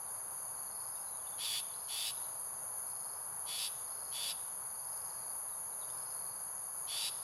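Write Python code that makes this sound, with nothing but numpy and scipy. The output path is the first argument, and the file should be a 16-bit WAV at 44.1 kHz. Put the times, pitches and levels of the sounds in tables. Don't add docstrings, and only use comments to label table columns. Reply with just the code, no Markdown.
import sys
import numpy as np
from scipy import signal
from scipy.fft import rfft, irfft, next_fast_len
from scipy.io import wavfile
from scipy.ndimage import uniform_filter1d

SR = 44100
rng = np.random.default_rng(int(sys.argv[2]) if len(sys.argv) > 2 else 0)


def magnitude_from_level(level_db):
    exponent = np.asarray(level_db, float) / 20
    return 10 ** exponent


def output_pcm(signal):
    pcm = np.clip(np.atleast_2d(signal).T, -1, 1) * 32767
    wavfile.write(sys.argv[1], SR, np.round(pcm).astype(np.int16))


N = 318843
HZ = np.fft.rfftfreq(next_fast_len(N), 1 / SR)

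# (frequency [Hz], likeness [0-1])
PORT_LIKENESS = [(60, 0.997), (150, .996), (380, 0.955), (950, 0.965), (2380, 0.87), (5980, 0.9),
                 (15000, 0.97)]
# (frequency [Hz], left minus right [dB])
PORT_LEAN = [(60, 0), (150, 0), (380, 0.0), (950, 0.59), (2380, 1.7), (5980, 2.0), (15000, 1.1)]
# (frequency [Hz], density [dB per Hz])
ROAD_SPECTRUM = [(15, -54), (25, -33), (75, -10), (127, -6), (178, -9.5), (266, -17), (570, -5.5),
                 (967, 0.5), (1480, -7.5), (1860, -16), (2610, -23.5), (3900, -28.5), (5070, -51),
                 (8580, -120)]
# (frequency [Hz], density [dB per Hz])
CICADA_SPECTRUM = [(7400, -48.5), (8300, -37.5), (8700, -23.5), (9200, -10.5), (9900, -9), (10300, -3),
                   (10700, -0.5), (11200, -3.5), (11600, -9.5), (12000, -21.5), (12500, -28), (13000, -33),
                   (13600, -34.5)]
# (frequency [Hz], level [dB])
FAR_INSECT_SPECTRUM = [(2500, -32), (3900, -1.5), (5600, -4), (7600, 1), (8200, -16), (9000, -34)]
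# (centre [Hz], width [Hz], level [dB])
BUZZERS = [(6560, 540, -62), (4664, 530, -69)]
# (start [s], length [s], level [dB])
LOW_CRICKET = [
    (.566, 0.3, -67),
    (1.701, .33, -67),
    (2.856, 0.29, -67.5),
    (3.863, 0.3, -65.5),
    (4.6, .4, -74.5),
    (5.047, .27, -69),
    (5.971, 0.35, -67),
    (7.122, .3, -66),
]
MID_CRICKET = [(.01, 0.24, -71), (.324, .7, -67), (1.713, 0.64, -71), (2.32, 0.29, -72), (2.825, .34, -71),
               (3.2, 0.22, -74), (3.764, 0.62, -66.5), (4.615, 0.75, -65), (5.792, .66, -66.5),
               (6.522, 0.36, -75), (7.1, .3, -63)]
HIGH_CRICKET = [
    (.704, .33, -69),
    (1.751, .33, -66),
    (2.866, 0.32, -68.5),
    (3.867, .3, -67),
    (4.836, 0.31, -67.5),
    (5.89, 0.26, -66.5),
    (6.2, .6, -83),
    (6.915, 0.36, -68),
]
# (start [s], length [s], from [Hz], to [Hz], level [dB])
BIRD_CHIPS = [(0.046, .07, 4000, 3200, -73), (0.963, 0.035, 2900, 2520, -67), (1.227, .06, 3200, 2690, -67),
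              (2.22, .05, 4200, 3900, -61), (.95, 0.033, 3900, 3440, -63), (1.03, 0.11, 4250, 3950, -65),
              (1.102, .09, 4080, 3830, -66), (1.187, 0.034, 3500, 3300, -66.5),
              (1.31, .05, 3600, 3370, -64), (1.76, .015, 4500, 4300, -67), (5.72, .02, 4000, 3880, -66),
              (1.255, 0.04, 3330, 3920, -60), (1.732, 0.023, 3930, 4200, -55),
              (2.17, 0.017, 4020, 3780, -57), (5.484, 0.02, 4200, 3700, -64),
              (5.517, 0.031, 3920, 3760, -65), (5.803, 0.045, 4200, 3320, -57),
              (5.882, 0.017, 2900, 3230, -61), (5.893, 0.026, 3500, 3630, -57)]
# (start [s], length [s], effort [dB], steady whistle re effort [dB], flutter [Hz])
SHRIKE_CALLS = [
    (1.378, 0.23, -38, -6, 109.5),
    (1.874, 0.24, -39.5, -5, 109.1),
    (3.457, 0.23, -40, -3.5, 107.7),
    (4.114, 0.217, -40, -4, 105.8),
    (6.868, 0.23, -38.5, -2.5, 108.3),
]
HEAD_TURN = [0, 0, -4, -4, -17]
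# (from [s], to [s], strain [0-1])
STRAIN = [
    (1.435, 1.476, 0.8),
    (1.588, 1.618, 0.82),
    (1.979, 2.046, .75),
    (2.05, 2.11, .9),
    (3.584, 3.687, .85),
    (4.224, 4.258, 0.8),
    (4.281, 4.327, 0.98),
    (6.963, 7.0, .7),
    (7.003, 7.092, 0.95),
]
# (multiple, level [dB])
PARTIALS = [(1, 0), (2, 2.5), (3, 1), (4, -4), (5, -15), (6, -27)]
# (centre [Hz], width [Hz], level [dB])
WINDPIPE = [(3563, 300, -2), (3930, 420, -1), (4350, 300, -5), (5090, 290, -3.5), (5930, 170, 1.5),
            (7050, 590, -5)]
# (frequency [Hz], level [dB])
THROAT = [(1400, -18), (1850, -0.5), (2400, -6.5), (3100, 2), (4200, 1.5), (5200, -6), (5600, -9),
          (7000, -13), (8000, -4), (9000, -3.5), (12000, -14), (14500, -3), (16000, -17)]
# (delay [s], left level [dB], right level [dB])
NEAR_ECHOES = [
    (.0023, -18.5, -33),
    (.0041, -11, -15.5),
    (.0068, -16, -20),
    (0.0113, -13, -12.5),
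]
# (frequency [Hz], share [0-1])
SILENT_SHARE = [(5100, 0), (5500, .1), (5900, 0), (7300, 0), (7600, .22), (8100, .22), (8400, 0),
                (12700, 0), (13100, .25), (13500, .7), (14400, .81), (15200, .87), (16000, .91)]


def evened(x):
    return x / np.sqrt(np.mean(x ** 2) + 1e-20)


def read(points, hz):
    f, value = np.transpose(points)
    return np.interp(np.log(hz + 1), np.log(f + 1), value)


def coloured(x, points):
    count = x.shape[-1]
    size = next_fast_len(count)
    gain = magnitude_from_level(read(points, np.fft.rfftfreq(size, 1 / SR)))
    return irfft(rfft(x, size) * gain, size)[..., :count]


def drift(count, smooth):
    once = uniform_filter1d(rng.standard_normal(count), int(smooth))
    return evened(uniform_filter1d(once, int(smooth)))


def oscillation(hz):
    return 2 * np.pi * np.cumsum(hz) / SR


def resonate(x, hz, width):
    turn = np.exp(2j * np.pi * hz * np.arange(x.shape[-1]) / SR)
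    r = np.exp(-np.pi * width / SR)
    smooth = signal.lfilter([(1 - r) ** 2], [1, -2 * r, r * r], x / turn)
    return 2 * (turn * smooth).real


def add(mix, s, sound):
    part = mix[..., round(s * SR):][..., :sound.shape[-1]]
    part += sound[..., :part.shape[-1]]


def far_noise(colour_db):
    a, b = rng.standard_normal((2, len(HZ))) + 1j * rng.standard_normal((2, len(HZ)))
    apart = np.sqrt((1 - np.clip(read(PORT_LIKENESS, HZ), 0, 1)) / 2) * (HZ < 11800)
    lean = magnitude_from_level(read(PORT_LEAN, HZ) / 2)
    ports = np.array([(a + apart * b) * lean, (a - apart * b) / lean])
    return evened(irfft(ports * magnitude_from_level(colour_db), next_fast_len(N))[:, :N])


def road():
    swell_db = -55 + 0.46 * drift(N, 7700)
    return magnitude_from_level(swell_db) * far_noise(read(ROAD_SPECTRUM, HZ))


def cicadas():
    throb = 1 + .16 * np.sin(oscillation(133.3 + .8 * drift(N, 6000)))
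    swell_db = -43.36 + .5 * drift(N, 3900)
    air_loss_db = read([(13000, 0), (16000, -6)], HZ)
    out = magnitude_from_level(swell_db) * throb * far_noise(read(CICADA_SPECTRUM, HZ) + air_loss_db)
    out += magnitude_from_level(-75.5) * far_noise(read(FAR_INSECT_SPECTRUM, HZ))
    for hz, width, db in BUZZERS:
        waver_db = 1.1 * drift(N, 1500)
        band_db = -10 * np.log10(1 + (2 * (HZ - hz) / width) ** 6)
        out += magnitude_from_level(db + waver_db) * far_noise(band_db)
    return out


def cricket(phrases, hz, chirps_hz):
    out = np.zeros(N)
    for s, length, db in phrases:
        t = np.arange(0, length, 1 / SR)
        turns = np.cumsum(chirps_hz + 0.287 * drift(len(t), 3200)) / SR
        chirp = np.clip(np.sin(2 * np.pi * turns) + 0.54, 0, 1)
        strokes = (0.45 + 0.54 * np.cos(6 * np.pi * turns)) * chirp
        slide_hz = 70.4 * np.sin(-6 * np.pi * turns)
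        wing = np.sin(oscillation(hz + slide_hz + 40 * drift(len(t), 90)))
        swell_db = db - 1.5 * (1 - 2 * t / length)
        swell = magnitude_from_level(swell_db) * signal.windows.tukey(len(t), .06)
        add(out, s, swell * evened(strokes * wing))
    return out


def small_birds():
    out = np.zeros(N)
    for s, length, from_hz, to_hz, db in BIRD_CHIPS:
        count = round(length * SR)
        hz = np.linspace(from_hz, to_hz, count) + 110 * drift(count, 30)
        flicker_db = 4 * drift(count, 90)
        add(out, s, magnitude_from_level(db + flicker_db) * np.hanning(count) * np.sin(oscillation(hz)))
    return out


def flung_side(pitch, swing, jump, other):
    phase = oscillation(pitch)
    out = sum(magnitude_from_level(db) * np.cos(k * phase) * (k * pitch < SR / 2 - 2000) for k, db in PARTIALS)
    out *= 1 + swing * ((0.51 + 2.2 * jump) * np.cos(other) + 0.85 * np.cos(2 * other))
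    return out * magnitude_from_level(2.2 * swing - 2.3 * jump + 0.95 * drift(len(pitch), 78))


def steady_side(level_db, swing, jump, strain, other):
    level_db = level_db - 2 - 3.2 * jump + 1.5 * (swing - .6) + 1.5 * drift(len(swing), 70)
    strained = magnitude_from_level(0.5) * np.cos(9 * other / 2) + magnitude_from_level(-7) * np.cos(3 * other)
    upper = magnitude_from_level(-14) * np.cos(5 * other)
    tones = np.cos(4 * other) + swing ** 2 * (strain ** 2 * strained + upper)
    return magnitude_from_level(level_db) * np.sqrt(2) * tones


def vocal_tract(flung, steady, beak_db, facing_db):
    voice = evened(flung) + 0.42 * rng.standard_normal(len(flung))
    ringing = sum(magnitude_from_level(db) * resonate(voice, hz, width) for hz, width, db in WINDPIPE)
    voice = coloured(voice + ringing, THROAT)
    voice = evened(evened(voice) + steady)
    treble = coloured(voice, [(7000, -40), (8500, -6), (10000, 0), (13300, 0), (14800, facing_db)])
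    return coloured(voice, [(7000, 0), (8500, -6), (10000, -40)]) + magnitude_from_level(beak_db) * treble


def call(start, length, top_db, steady_db, flutter_hz, facing_db):
    low_hz, top_hz, strained_hz, second_hz = 2350, 3470, 3940, 1143
    age = np.arange(0, length, 1 / SR)
    t = start + age
    count = len(t)
    effort_db = top_db - 20 * np.exp(-age / 0.018) - 3 * (1 - age / length)
    effort_db = effort_db - 12 * np.exp((age - length) / 0.011)
    beak_db = -5 * np.exp(-age / 0.047)

    turns = np.cumsum(flutter_hz + 3 * (age / length - .5) + 1.58 * drift(count, 260)) / SR
    push = .5 - .5 * np.cos(2 * np.pi * turns) + 0.0403 * drift(count, 79)
    strain = uniform_filter1d(sum(share * (t > a) * (t < b) for a, b, share in STRAIN), 200)
    tension = 1 + .018 * (uniform_filter1d(strain, int(.08 * SR)) - .5)
    strain = np.clip(strain + 0.0696 * drift(count, 255), 0, 1)
    swing = np.sin(np.pi / 2 * np.clip(push / .82, 0, 1))
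    jump = np.clip((push + strain - 1.63) / .17, 0, 1)
    warm = .92 + .08 * np.clip(age / 0.02997, 0, 1)

    ledge_hz = top_hz * warm * tension + 28 * drift(count, 380)
    pitch = low_hz + (ledge_hz - low_hz) * swing + (strained_hz - top_hz) * jump + 45 * drift(count, 30)
    other = oscillation(second_hz * tension + 13 * drift(count, 97) + 8 * drift(count, 1230))
    flung = flung_side(pitch, swing, jump, other)
    steady = steady_side(steady_db - 44 * (1 - warm), swing, jump, strain, other)
    voice = vocal_tract(flung, steady, beak_db, facing_db)
    return magnitude_from_level(effort_db) * signal.windows.tukey(count, .04) * voice


def shrike():
    out = np.zeros(N)
    for (s, *row), facing_db in zip(SHRIKE_CALLS, HEAD_TURN):
        add(out, s, call(s, *row, facing_db))
    return out


def near_echoes(x):
    out = np.zeros((2, N))
    for delay, *db in NEAR_ECHOES:
        add(out, delay, magnitude_from_level(np.array(db))[:, None] * x)
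    return out


def trees(x):
    t = np.arange(SR) / SR
    taps = rng.standard_normal((2, SR)) * (rng.random((2, SR)) < .2)
    taps[1] = 0.51 * taps[0] + 0.41 * taps[1]
    tail = taps * magnitude_from_level(-60 * t / 0.85) * np.clip(t / 0.015, 0, 1)
    tail = coloured(tail, [(2000, -1.0), (4000, -5.5), (6000, -4.5), (10000, -7), (15000, -20)])
    sway = 7 * drift(N, 526)
    x = np.interp(np.arange(N) + sway, np.arange(N), x)
    return signal.fftconvolve(x[None], tail / np.linalg.norm(tail[0]), axes=1)[:, :N]


def scene():
    background = road() + cicadas()
    crickets = cricket(LOW_CRICKET, 4390, 21.2)
    crickets += cricket(MID_CRICKET, 4720, 23.2)
    crickets += cricket(HIGH_CRICKET, 5075, 23.7)
    far = magnitude_from_level(-1.5) * (crickets + small_birds())
    calls = shrike()
    bird = calls * magnitude_from_level([[.15], [-.15]]) + near_echoes(calls)
    echo = trees(magnitude_from_level(-16) * calls + magnitude_from_level(-5) * far)
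    return bird + far * magnitude_from_level([[.4], [-.4]]) + echo + background


def hush_faint_bands(x):
    bins = 12
    hz, _, z = signal.stft(x, SR, nperseg=2048, noverlap=1024)
    band = np.arange(len(hz)) // bins
    power = np.add.reduceat((abs(z) ** 2).sum(0), np.arange(0, len(hz), bins))
    level_db = 10 * np.log10(uniform_filter1d(power, size=2) + 1e-20) + drift(power.shape[1], 4)
    rank = level_db.argsort().argsort() / power.shape[1]
    kept = rank[band] >= read(SILENT_SHARE, hz[band * bins])[:, None]
    return signal.istft(z * kept, SR, nperseg=2048, noverlap=1024)[1][:, :N]


def top_cut(x):
    return signal.sosfilt(signal.butter(12, 15780, fs=SR, output="sos"), x)


def record(dry):
    mix = hush_faint_bands(dry)
    return top_cut(mix)


dry = scene()
out = record(dry)
output_pcm(out)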